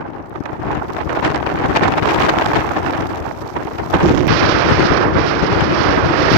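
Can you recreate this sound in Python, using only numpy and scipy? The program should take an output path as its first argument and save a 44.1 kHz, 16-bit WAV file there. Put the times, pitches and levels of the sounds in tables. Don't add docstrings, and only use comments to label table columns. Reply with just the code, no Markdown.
import sys
import numpy as np
from scipy import signal
from scipy.fft import rfft, irfft, next_fast_len
from scipy.io import wavfile
from scipy.ndimage import uniform_filter1d, minimum_filter1d

SR = 44100
rng = np.random.default_rng(int(sys.argv[2]) if len(sys.argv) > 2 else 0)


def dump(signal):
    limited = np.clip(np.atleast_2d(signal).T, -1, 1)
    pcm = np.round(limited * 32767).astype(np.int16)
    wavfile.write(sys.argv[1], SR, pcm)


N = 280944

NOMINAL_RUSH_DB = -16
TURN_S, STREAM_START_S = 4.022, 4.277
# (low Hz, high Hz)
RUMBLE_BAND, DRONE_BAND, RUSH_BAND = (40, 240), (270, 520), (500, 2000)
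SIZZLE_BAND, SNOW_BAND = (3000, 6500), (10500, 15500)


def left_port():
    rush_db, rumble_db = buffeting(lean_share=0, rumble_db=-21.0, rumble_follows=0.59, thump=1.0)
    rumble_db = rumble_db + 8 * from_moment(TURN_S)
    tearing = from_db(-4.5) * rush(rush_db, flutter_db=2.5, spike_db=3.5, own_db=2.0)
    return tearing + rumble(rumble_db)


def right_port():
    drone_rush_db, drone_rumble_db = -20, -13
    rush_db, rumble_db = buffeting(lean_share=0.78, rumble_db=-32.0, rumble_follows=0.94, thump=2.05)
    rumble_db = rumble_db + 2.3 * drift(rate=5.9)
    turned, even = from_moment(TURN_S), from_moment(STREAM_START_S)
    rush_db = (1 - turned) * rush_db + turned * drone_rush_db
    rumble_db = (1 - turned) * rumble_db + turned * drone_rumble_db
    tearing = from_db(-3.5) * rush(rush_db, flutter_db=2.5, spike_db=2.5, own_db=3.5)
    buffeted = tearing + from_db(-3.0) * rumble(rumble_db)
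    return (1 - even) * (buffeted + drone()) + even * stream()


def buffeting(lean_share, rumble_db, rumble_follows, thump):
    # time in seconds,
    # rush level in dB before eddies and trims, lean towards the right port in dB before lean_share.
    wind = [(0.0, -29, -2.5), (0.24, -38.5, 2.5), (0.73, -27, 2), (0.87, -30.5, 1), (1.3, -19.5, -1.5),
            (1.42, -21.5, 1), (1.75, -21.5, 0.5), (2.0, -22.5, -0.5), (2.2, -17, 0.5), (2.55, -20.5, 3),
            (3.05, -25.5, 5), (3.45, -36, 8), (3.9, -28, 1.5), (4.05, -22, 2), (4.2, -35.5, 0),
            (4.8, -21.5, 2), (5.25, -29.5, 0), (6.37, -25.5, 0)]
    wind_db, lean_db = in_time(wind)
    tear_db, push_db = eddies()
    rush_db = wind_db + lean_share * lean_db + tear_db
    return rush_db, rumble_db + rumble_follows * (wind_db - NOMINAL_RUSH_DB) + thump * push_db


def eddies():
    # peak time in seconds, fade in seconds, rush rise in dB, rumble rise in dB before the port's thump.
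    strong = [(0.36, 0.011, 11, 6), (0.458, 0.0093, 10, -1), (0.68, 0.09, 7, 7), (0.986, 0.024, 6, -1),
              (1.155, 0.014, 7.5, -10), (1.247, 0.031, 10, 1), (1.614, 0.013, 5.5, 3),
              (1.691, 0.022, 3.5, 3), (1.76, 0.024, 9.5, 5), (1.835, 0.078, 5.5, 5.5),
              (1.978, 0.031, 8.5, 4), (2.027, 0.0072, 5, 8), (2.09, 0.06, 7, -2), (2.218, 0.038, 4.5, 3),
              (2.293, 0.0087, 16, -4), (2.561, 0.044, 5.5, 3.5), (3.008, 0.032, 5, 3),
              (3.576, 0.066, 4.5, 5.5), (3.792, 0.026, 9, 5), (3.944, 0.037, 10.5, 14.5),
              (3.988, 0.019, 5, 0), (4.085, 0.027, 7, 7), (4.306, 0.037, 11, 13), (4.426, 0.054, 8, 10.5),
              (4.487, 0.02, 10, 4.5), (4.701, 0.011, 13, 10), (4.81, 0.052, 5, 3.5), (4.91, 0.022, -1, 11),
              (5.152, 0.028, 5, 7.5), (5.425, 0.018, 10, 8), (5.527, 0.065, 11.5, 4), (5.611, 0.033, 8, 5),
              (5.711, 0.032, 9.5, 4), (5.974, 0.016, 10.5, 7.5), (6.062, 0.011, 8, 4),
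              (6.342, 0.034, 14, 6)]
    # time in seconds, fade in seconds, rush drop in dB.
    lulls = [(0.395, 0.01, 13), (0.585, 0.15, 3.5), (1.044, 0.023, 8), (1.205, 0.013, 7.5),
             (1.405, 0.045, 6), (2.005, 0.0071, 11), (2.635, 0.079, 2.5), (3.076, 0.02, 7),
             (3.885, 0.031, 6.5), (4.61, 0.04, 10), (4.949, 0.041, 12), (5.312, 0.026, 22),
             (5.807, 0.03, 12)]
    count, fade_s, rush_db, rumble_db = 80, 0.018, 4.5, 2.6
    when, length, tear, push = rng.random((count, 4)).T
    small_s = (np.arange(count) + when) * N / SR / count
    small = np.column_stack([small_s, fade_s * (.5 + length), rush_db * (.5 + tear), rumble_db * 2 * push])
    s, fade, rush_rise, rumble_rise = np.vstack([strong, small]).T
    tear_db = swells(s, fade, rush_rise) - swells(*np.transpose(lulls))
    return tear_db, swells(s, fade, rumble_rise)


def rush(level_db, flutter_db, spike_db, own_db):
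    # frequency in Hz, dB gained per dB of surge.
    steepness = [(300, 0.88), (900, 0.91), (2500, 1.37), (6000, 1.9958)]
    # frequency in Hz, relative density in dB per Hz.
    rush_colour = [(60, -39), (170, -25.5), (240, -5), (310, 4.5), (400, 0.5), (560, -1.5), (800, 3),
                   (1200, -3), (1700, -7), (2500, -14.5), (3600, -24), (5300, -33), (8000, -45.5),
                   (9500, -58.5)]
    surge_db = level_db - NOMINAL_RUSH_DB + flutter_db * drift(rate=58) + spike_db * drift(rate=420)
    surge_db = surge_db - 1.3 * np.logaddexp(0, (surge_db - 20) / 3)
    white = rfft(rng.standard_normal(N))
    pressure = 0
    for zone, (_, steep) in zip(np.eye(len(steepness)), steepness):
        share = at_hz([(hz, part) for (hz, _), part in zip(steepness, zone)])
        lumps_db = own_db / steep * drift(rate=78)
        pressure = pressure + irfft(white * share, N) * from_db(steep * surge_db + lumps_db)
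    return from_db(NOMINAL_RUSH_DB) * coloured(pressure, rush_colour, RUSH_BAND)


def rumble(level_db):
    # frequency in Hz, relative density in dB per Hz.
    rumble_colour = [(15, -43), (30, -22), (60, -2.5), (110, -0.5), (170, -2.5), (230, -6), (305, -1.5),
                     (400, -8), (560, -15), (800, -26), (2000, -49), (6000, -80.5)]
    return from_db(level_db) * coloured(turbulence(depth_db=4.5, rate=270), rumble_colour, RUMBLE_BAND)


def stream():
    # time in seconds, roar level in dB,
    # sizzle level in dB before its trim.
    flow = [(4.29, -16.5, -19.5), (4.62, -12.5, -24), (4.8, -15.5, -25), (4.96, -13, -25), (5.06, -13, -31),
            (5.125, -18.5, -40), (5.19, -14.5, -27), (5.29, -16, -25.5), (5.39, -17, -29),
            (5.74, -17.5, -27), (5.85, -14, -23.5), (6.02, -14.5, -29), (6.35, -13.5, -20)]
    # frequency in Hz, relative density in dB per Hz.
    roar_colour = [(20, -25), (60, -27), (110, -10.5), (190, -10.5), (235, -21), (305, 5.5), (400, 1),
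                   (560, 0), (800, -2.5), (1300, -1.5), (1800, -5.5), (2500, -12.5), (3600, -22.5),
                   (7000, -70)]
    # frequency in Hz, relative density in dB per Hz.
    sizzle_colour = [(1200, -23), (2500, 5.5), (3600, 2), (4500, 3.5), (5400, 2.5), (6500, -12),
                     (8000, -32), (9500, -42.5)]
    edge_hz, edge_follows = 1550, 0.65
    usual_sizzle_db = -10.5
    roar_db, sizzle_db = in_time(flow)
    roar = coloured(turbulence(depth_db=0.44, rate=82), roar_colour, RUSH_BAND)
    roar = from_db(roar_db + 0.99 * drift(rate=28)) * roar
    body = signal.sosfiltfilt(signal.butter(2, edge_hz, fs=SR, output="sos"), roar)
    edge = from_db(edge_follows * (sizzle_db - roar_db - usual_sizzle_db)) * (roar - body)
    sizzle = coloured(turbulence(depth_db=2.0, rate=29), sizzle_colour, SIZZLE_BAND)
    return body + edge + from_db(sizzle_db - 2.5) * sizzle


def drone():
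    # frequency in Hz, relative density in dB per Hz.
    hollow_colour = [(60, -16), (220, -8), (300, 2.5), (370, 5), (480, -5.5), (620, -6.5), (1200, -59),
                     (4000, -84)]
    # frequency in Hz, relative density in dB per Hz.
    spit_colour = [(1000, 9), (2500, 4), (4000, -6), (6000, -5.5), (7300, -16), (8500, -32), (9500, -47),
                   (13000, -28), (16000, -33)]
    start_db, sag_db_per_s = -15, 37
    drone_db = start_db - sag_db_per_s * np.maximum(np.arange(N) / SR - TURN_S, 0)
    hollow = from_db(5.0) * coloured(turbulence(depth_db=2.5, rate=23), hollow_colour, DRONE_BAND)
    spit = from_db(-13.5) * coloured(turbulence(depth_db=7.0, rate=350), spit_colour, SIZZLE_BAND)
    return from_moment(TURN_S) * from_db(drone_db) * (hollow + spit)


def snow():
    # time in seconds, hiss level in dB before each side's trim.
    flurries = [(0.05, -80.5), (1.16, -65), (1.28, -68.5), (2.08, -62), (2.1, -57.5), (3.19, -63.5),
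                (4.09, -63), (5.1, -73.5), (6.28, -67.5)]
    # frequency in Hz, relative density in dB per Hz.
    left_colour = [(500, 2), (3000, -6), (5500, -6), (8200, 0), (9200, -9.5), (12500, 0), (15800, -7)]
    # frequency in Hz, relative density in dB per Hz.
    right_colour = [(500, -2), (3000, 18), (5800, 18), (8000, 6), (9400, -4), (12500, 8), (15800, -6.5)]
    hiss_db, = in_time(flurries)
    left = from_db(1.0) * coloured(turbulence(depth_db=-3.5, rate=200), left_colour, SNOW_BAND)
    right = from_db(5.0) * coloured(turbulence(depth_db=6.5, rate=144), right_colour, SNOW_BAND)
    return from_db(hiss_db) * np.array([left, right])


def ticks(decay_s):
    # start in seconds, level in dB before the high-pass and each side's trim.
    clicks = [(0.2957, -41), (4.276, -26), (4.6874, -36), (6.3253, -28.5)]
    out, age = np.zeros((2, N)), np.arange(SR // 100) / SR
    for s, level_db in clicks:
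        start = int(s * SR)
        crack = np.exp(-age / decay_s) * rng.standard_normal((2, len(age)))
        out[:, start:start + len(age)] += from_db(level_db) * crack
    bright = signal.sosfilt(signal.butter(2, 3000, "high", fs=SR, output="sos"), out)
    return from_db([[-14], [3]]) * bright


def turbulence(depth_db, rate):
    x = rng.standard_normal(N) * from_db(depth_db * np.clip(drift(rate), -3, 3))
    return x / x.std()


def drift(rate):
    size = next_fast_len(N, real=True)
    hz = np.arange(size // 2 + 1) * SR / size
    slow = irfft(rfft(rng.standard_normal(size)) / (1 + (hz / rate) ** 2), size)[:N]
    return (slow - slow.mean()) / slow.std()


def swells(times, fades, heights):
    arrival_share = 0.35
    out = np.zeros(N)
    for s, fade, height in zip(times, fades, heights):
        first, last = max(0, int((s - 3 * fade) * SR)), min(N, int((s + 3 * fade) * SR))
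        near = np.arange(first, last)
        age = near / SR - s
        width = np.where(age < 0, arrival_share * fade, fade)
        out[near] += height * np.exp(-(age / width) ** 2)
    return out


def coloured(x, spectrum, band):
    gain = from_db(at_hz(spectrum))
    low, high = (int(edge * N / SR) for edge in band)
    gain = gain / np.sqrt(np.sum(gain[low:high] ** 2) / len(gain))
    cepstrum = irfft(np.log(gain), N)
    cepstrum[1:N // 2] *= 2
    cepstrum[N // 2 + 1:] = 0
    response = irfft(np.exp(rfft(cepstrum)), N)[:SR // 10]
    return signal.fftconvolve(x, response)[:N]


def from_db(db):
    return 10 ** (np.asarray(db) / 20)


def from_moment(start_s):
    return np.clip((np.arange(N) / SR - start_s) / 0.0021, 0, 1)


def in_time(rows):
    s, *columns = np.transpose(rows)
    return [np.interp(np.arange(N) / SR, s, c) for c in columns]


def at_hz(points):
    hz, values = np.transpose(points)
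    return np.interp(np.log(np.arange(N // 2 + 1) * SR / N + 1), np.log(hz), values)


def scene():
    return np.array([left_port(), right_port()]) + snow() + ticks(decay_s=0.0013)


def record(dry):
    room = np.minimum(1, .97 / (np.abs(dry) + 1e-9))
    held = minimum_filter1d(room, size=161, axis=1)
    gain = uniform_filter1d(held, size=161, axis=1)
    top_cut = signal.ellip(10, .1, 80, 15900, fs=SR, output="sos")
    return signal.sosfilt(top_cut, dry * gain)


dry = scene()
out = record(dry)
dump(out)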